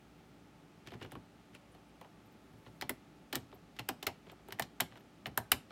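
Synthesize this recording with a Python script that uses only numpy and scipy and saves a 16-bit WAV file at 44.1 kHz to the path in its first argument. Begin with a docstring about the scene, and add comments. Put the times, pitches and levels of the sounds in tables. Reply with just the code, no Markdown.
"""Electric typewriter keys, close up

Fingers work the keys of an electric typewriter on a desk in a small quiet room. Fingertips first tap
loose keycaps, which drop back softly; then keys hit their stops with sharp plastic clacks. The hollow
case rings, the firmer pushes thud into the desk, and a faint hum lies under everything."""
import sys
import numpy as np
from scipy import signal
from scipy.fft import rfft, irfft, next_fast_len
from scipy.io import wavfile
from scipy.ndimage import uniform_filter1d

SR = 44100
rng = np.random.default_rng(int(sys.argv[2]) if len(sys.argv) > 2 else 0)


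def master(y):
    """Save y as 16-bit WAV."""
    cut = np.clip(np.atleast_2d(y).T, -1, 1)
    pcm = np.round(cut * 32767)  # scale
    wavfile.write(sys.argv[1], SR, pcm.astype(np.int16))


N = 251811
HIT_TIME = np.arange(SR // 3) / SR  # time axis of one hit, in seconds

# spectrum of the room tone: freq_hz, gain_db
ROOM_TONE = [(15, -48), (25, -53), (48, -4.5), (80, -12), (170, -1), (263, -3.5), (293, -7), (405, -6.5),
             (439, -12), (863, -12), (936, -19.5), (1290, -15), (1520, -20), (2480, -21.5), (16000, -42)]
# steady hum lines: pitch_hz, rms_db
HUM_LINES = [(58, -76.5), (108, -74), (167, -73), (291, -70.5), (872, -79)]
# reverb time of the room: freq_hz, t60_s
ROOM_DECAY = [(120, 0.68), (600, 0.19), (2500, 0.28), (7000, 0.26), (15000, 0.13)]
# colour of plastic striking plastic: freq_hz, gain_db
PLASTIC_COLOUR = [(150, -9.5), (350, -4.5), (500, -2.5), (780, 7), (1200, 2.5), (1900, 5), (3100, -3.5),
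                  (3800, 0), (5300, 1.5), (6200, -4.5), (8000, -7.5), (10300, -12), (12400, -6.5),
                  (14500, -8.5), (17000, -12)]
# resonances of the case and key frame: centre_hz, width_hz, gain_db
CASE_MODES = [(254, 96, 2), (384, 41, 10), (573, 22, -4.5), (741, 11, -38.5), (945, 5, -7.5),
              (1630, 9.3, -5), (1780, 25, -7), (2310, 12, -3.5), (2800, 31, -36), (3020, 220, 3.5),
              (4134, 65, -3), (4260, 28, -0.5), (7300, 31, -8.5), (7900, 80, -24), (9800, 82, -14),
              (11300, 300, 0), (13300, 71, -10.5)]
# low modes of the case panels: pitch_hz, gain_db, t60_s
PANEL_MODES = [(256.2, -2, 0.11), (299, -2.5, 0.072), (350.5, 6.5, 0.037)]
# fingertips squeaking on plastic: centre_s, pitch_hz, level_db
FINGER_SQUEAKS = [(1.552, 9500, -70), (1.727, 9400, -75), (1.89, 9600, -80), (2.266, 13000, -74),
                  (2.325, 15000, -76), (3.55, 13000, -69), (5.003, 13200, -75)]
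# fingertips landing on loose keycaps (knock and rebound are relative to strength):
# start_s, strength_db, hardness_db, knock_db, thud_gain_db, rebound_db
KEYCAP_TAPS = [(0.8719, -51, -14.5, -6.5, -56, -9), (.919, -55, -17, 5.5, -52, -25),
               (0.938, -53.5, -22, -1, -50, -24), (1.014, -50.5, -26, 1, -51.5, -2.5),
               (1.027, -53, -17, -5.5, -49.5, -9), (1.1189, -54.5, -3, 3, -51.5, 2.5),
               (1.549, -54, -17, -5, -70, -26), (1.748, -65, -10, 7.5, -70, -12),
               (2.0124, -58.5, -7.5, 9, -80, -4.5), (2.535, -75, -18, -4, -57, -25),
               (2.663, -58.5, -26, 1.5, -54.5, -25), (3.526, -60.5, -34, 10.5, -61, -12),
               (3.765, -62.5, -13, -8, -72, -20), (4.268, -64, -24, 8, -60, -10),
               (4.297, -54.5, -28, -7, -83, -28), (4.3175, -66, 0.5, 14, -83, -28),
               (4.4851, -59.5, -2, 11, -61, -9), (4.9223, -59, -29, 1, -61.5, 1),
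               (4.973, -59.5, -13, -0.5, -74, -7), (5.706, -55, -28, 1.5, -71, -20)]
# keys hitting their stops (the first touch comes early; touch and knock are relative to strength):
# stop_s, touch_lead_s, touch_db, strength_db, hardness_db, knock_db, thud_gain_db, thud_hz,
# boom_gain_db, keycap_hz
KEY_STROKES = [(2.8118, 0.0012, -30, -43.5, -7, -17, -74, 125, -81, 3950),
               (2.8215, .001, -29, -40.5, -15, 0, -51.5, 128, -50, 3170),
               (2.8942, 0.00138, -7.5, -36.5, -0.5, -4, -50.5, 132, -41.5, 2040),
               (3.3288, 0.0019, 0, -41, -4.5, -5, -60, 130, -43, 3200),
               (3.3547, 0.007, -4, -38, 1, -9, -43.5, 137, -40.5, 3640),
               (3.7928, .0047, -3, -42, -10, -4.5, -49.5, 123, -49, 2810),
               (3.8885, .004, -20, -35.5, -3, 0, -53, 192, -40.5, 2750),
               (4.028, 0.0019, -5, -44, -6.5, -2.5, -66, 119, -50.5, 3200),
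               (4.068, .0018, -6, -32.5, -5.5, -2, -49, 90, -47.5, 2680),
               (4.523, 0.017, -10.5, -44, -6.5, -6.5, -53.5, 103, -58, 2940),
               (4.596, .009, -15, -34, -5, 0.5, -47, 147, -49, 2020),
               (4.6225, 0.0011, -6, -42.5, -6.5, -17, -63, 120, -61, 3800),
               (4.8056, 0.0044, -0.5, -33, 2, -2.5, -47, 110.6, -41.5, 3100),
               (5.267, 0.0094, 8.5, -47, -6.5, -2, -46, 119, -48, 2130),
               (5.3757, .003, -20, -31, -1, -1.5, -46.5, 113, -61.5, 1610),
               (5.5179, 0.0026, -24, -24, -0.5, -10, -43, 87, -51, 2330)]


def amp(db):
    """Decibels to gain."""
    return 10 ** (np.asarray(db) / 20)


def unit(x):
    """Scale to rms 1."""
    return x / np.sqrt(np.mean(x ** 2) + 1e-20)


def curve_at(points, hz):
    """Read a curve of (freq_hz, value) points on a log frequency axis."""
    freqs, values = np.transpose(points)
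    return np.interp(np.log(hz + 1), np.log(freqs + 1), values)


def attack(rise_s):
    """Exponential rise of a hit."""
    return 1 - np.exp(-HIT_TIME / rise_s)


def decay(t60_s):
    """Exponential fall of a hit."""
    return amp(-60 * HIT_TIME / t60_s)


def filtered(x, response):
    """Shape x with a complex frequency response."""
    size = next_fast_len(len(x) + SR // 4)
    return irfft(rfft(x, size) * response(np.fft.rfftfreq(size, 1 / SR)), size)[:len(x)]


def resonance(f, centre_hz, width_hz):
    """Causal response of one mode, 1 at its centre."""
    return 1j * f * width_hz / (centre_hz ** 2 - f ** 2 + 1j * f * width_hz)


def focused(noise, centre_hz, width_hz):
    """Noise passed twice through one resonance, at rms 1."""
    return unit(filtered(noise, lambda f: resonance(f, centre_hz, width_hz) ** 2))


def band(x, low_hz, high_hz):
    """One band of a hit, scaled to hold the energy of 8 ms at rms 1."""
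    y = signal.sosfilt(signal.butter(4, [low_hz, high_hz], 'band', fs=SR, output='sos'), x)
    return y / np.sqrt(np.sum(y ** 2) / (0.008 * SR))


def add(track, start_s, sound):
    """Mix a sound into the track."""
    part = track[max(round(start_s * SR), 0):][:len(sound)]
    part += sound[:len(part)]


def background():
    """The bed: soft room tone, a weak hum and a thin whine that soon stops."""
    t = np.arange(N) / SR
    air = unit(filtered(rng.standard_normal(N), lambda f: amp(curve_at(ROOM_TONE, f))))
    hum = sum(amp(db) * np.sqrt(2) * np.sin(2 * np.pi * (hz * t + rng.random())) for hz, db in HUM_LINES)
    whine = np.sin(2 * np.pi * 14890 * t) * np.clip((0.45 - t) / 0.1, 0, 1)
    return amp(-61) * air + hum + amp(-86) * whine


def room_reverb(x):
    """Diffuse reverb in which the bass lingers; each third of a second gets its own noise tail."""
    wet = np.zeros(N)
    block, predelay_s = len(HIT_TIME), 0.0055
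    for start in range(0, N, block):
        hz, t, spectrum = signal.stft(rng.standard_normal(SR // 2), SR, nperseg=256)
        falloff = amp(-60 * t / curve_at(ROOM_DECAY, hz)[:, None])
        _, tail = signal.istft(spectrum * falloff, SR, nperseg=256)
        tail /= np.linalg.norm(tail)
        add(wet, start / SR + predelay_s, signal.fftconvolve(x[start:start + block], tail))
    return wet


def skin_slide(length_s, hz, width_hz, grain_db):
    """Skin sliding on plastic: a short swell of grainy noise in one resonance."""
    swell = np.hanning(round(length_s * SR))
    noise, grip = rng.standard_normal((2, len(swell)))
    grains = noise * amp(grain_db * unit(uniform_filter1d(grip, size=130)))
    return swell * focused(grains, hz, width_hz)


def finger_squeaks():
    """The hand hisses faintly as it shifts across the keys; sliding fingertips give tiny high squeaks."""
    track = np.zeros(N)
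    add(track, 2.18, amp(-81.5) * skin_slide(length_s=1, hz=10900, width_hz=13000, grain_db=3))
    length_s = 0.032
    for centre_s, hz, db in FINGER_SQUEAKS:
        squeak = skin_slide(length_s, hz, width_hz=2000, grain_db=3.5)
        add(track, centre_s - length_s / 2, amp(db) * squeak)
    return track


def plastic_body(size=4096):
    """Impulse response of the hollow case: the colour of plastic with the case's resonances on top."""
    f = np.fft.rfftfreq(size, 1 / SR)
    modes = sum(amp(db) * resonance(f, hz, width_hz) for hz, width_hz, db in CASE_MODES)
    gain = amp(curve_at(PLASTIC_COLOUR, f)) * np.abs(1 + modes)
    # minimum phase keeps the attack tight
    cepstrum = irfft(np.log(gain + 1e-6))
    cepstrum[1:size // 2] *= 2
    cepstrum[size // 2 + 1:] = 0
    return irfft(np.exp(rfft(cepstrum)))


def chatter(body, crack_t60_s, buzz_db, buzz_t60_s):
    """A dense crack, then the buzz of loose parts settling, both heard through the body."""
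    envelope = attack(0.0001) * (decay(crack_t60_s) + amp(buzz_db) * decay(buzz_t60_s))
    force = rng.standard_normal(len(HIT_TIME)) * envelope
    return signal.fftconvolve(force, body)[:len(HIT_TIME)]


def ringing(x, hz, width_hz, mix_db):
    """Lift the one mode that a contact excites most."""
    return filtered(x, lambda f: 1 + amp(mix_db) * resonance(f, hz, width_hz))


def contact(body, strength_db, hardness_db, knock_db, keycap_hz, case_ring):
    """Plastic meets plastic: the keycap clacks, the case knocks, and hardness adds click and snap."""
    rattle_db = -0.1 * (strength_db + 35)  # soft contacts carry a slightly larger share of buzz
    click_db = -6 + 0.25 * hardness_db + 9 * np.log2(keycap_hz / 2640)  # higher keycaps click more
    snap = chatter(body, crack_t60_s=0.0049, buzz_db=rattle_db - 16.5, buzz_t60_s=0.052)
    click = chatter(body, crack_t60_s=0.022, buzz_db=rattle_db - 15.5, buzz_t60_s=0.11)
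    clack = chatter(body, crack_t60_s=0.0095, buzz_db=rattle_db - 11.5, buzz_t60_s=0.067)
    knock = chatter(body, crack_t60_s=0.028, buzz_db=rattle_db - 1.5, buzz_t60_s=0.12)
    clack = ringing(clack, keycap_hz, width_hz=470, mix_db=2)
    knock = ringing(knock, **case_ring)
    sound = amp(hardness_db) * band(snap, 7450, 15500) + amp(click_db) * band(click, 3170, 8600)
    # keycap and case speak just after the snap
    add(sound, 0.0005, band(clack, 1090, 3800))
    add(sound, 0.0008, amp(knock_db) * band(knock, 227, 1110))
    return amp(strength_db) * sound


def add_rocking(track, contact_s, thud_db, thud_hz, boom_db, gain_db=0):
    """The heavy machine answers a push a moment late: it thuds into the desk and its panels boom."""
    rumble = focused(rng.standard_normal(len(HIT_TIME)), centre_hz=129, width_hz=180)
    desk = 2.95 * np.sin(2 * np.pi * thud_hz * HIT_TIME) * decay(0.13) + 1.64 * rumble * decay(0.22)
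    panels = sum(amp(db) * np.sin(2 * np.pi * (hz * HIT_TIME + rng.random())) * decay(t60_s)
                 for hz, db, t60_s in PANEL_MODES)
    panel_noise = focused(rng.standard_normal(len(HIT_TIME)), centre_hz=398, width_hz=550)
    panels += amp(-2) * decay(0.072) * panel_noise
    thud = amp(thud_db) * attack(0.018) * desk
    boom = 3.75 * amp(boom_db) * attack(0.017) * panels
    add(track, contact_s + 0.00288, amp(gain_db) * (thud + boom))


def keycap_taps(body):
    """A fingertip lands on a loose keycap and rubs it; the cap drops back dully a moment later."""
    track = np.zeros(N)
    case_ring = dict(hz=427, width_hz=290, mix_db=-1.5)
    rebound_lag_s, rebound_hardness_db, rub_lead_s = 0.0335, -20, 0.024
    for start_s, strength_db, hardness_db, knock_db, thud_db, rebound_db in KEYCAP_TAPS:
        keycap_hz = 1530 * 2 ** (-knock_db / 6)  # the less case knock, the higher the keycap rings
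        landing = (start_s, 0, hardness_db)
        rebound = (start_s + rebound_lag_s, rebound_db, rebound_hardness_db)
        for at_s, gain_db, hard_db in (landing, rebound):
            add(track, at_s, contact(body, strength_db + gain_db, hard_db, knock_db, keycap_hz, case_ring))
            add_rocking(track, at_s, thud_db, thud_hz=116.4, boom_db=thud_db - 2, gain_db=gain_db)
        rub = skin_slide(length_s=0.06, hz=2350, width_hz=2500, grain_db=6)
        add(track, start_s - rub_lead_s, amp(strength_db - 8) * rub)
    return track


def key_strokes(body):
    """A key makes a dull first touch, then clacks against its stop and rocks the machine."""
    track = np.zeros(N)
    case_ring = dict(hz=710, width_hz=290, mix_db=-6)
    touch_hardness_db, touch_knock_db = -25, -7
    for (stop_s, touch_lead_s, touch_db, strength_db, hardness_db, knock_db,
         thud_db, thud_hz, boom_db, keycap_hz) in KEY_STROKES:
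        touch = contact(body, strength_db + touch_db, touch_hardness_db, touch_knock_db,
                        keycap_hz, case_ring)
        add(track, stop_s - touch_lead_s, touch)
        add(track, stop_s, contact(body, strength_db, hardness_db, knock_db, keycap_hz, case_ring))
        add_rocking(track, stop_s, thud_db, thud_hz, boom_db)
    return track


def scene():
    """Mono mix: keys sharing one plastic body, finger noise, a touch of room and the bed underneath."""
    body = plastic_body()
    typewriter = key_strokes(body) + keycap_taps(body) + finger_squeaks()
    return (typewriter + amp(-20) * room_reverb(typewriter) + background())[None]


def record(dry):
    """A steep high cut takes off the very top of the treble."""
    cutoff_hz = 16200
    return np.array([filtered(x, lambda f: 1 / np.sqrt(1 + (f / cutoff_hz) ** 160)) for x in dry])


dry = scene()
out = record(dry)
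master(out)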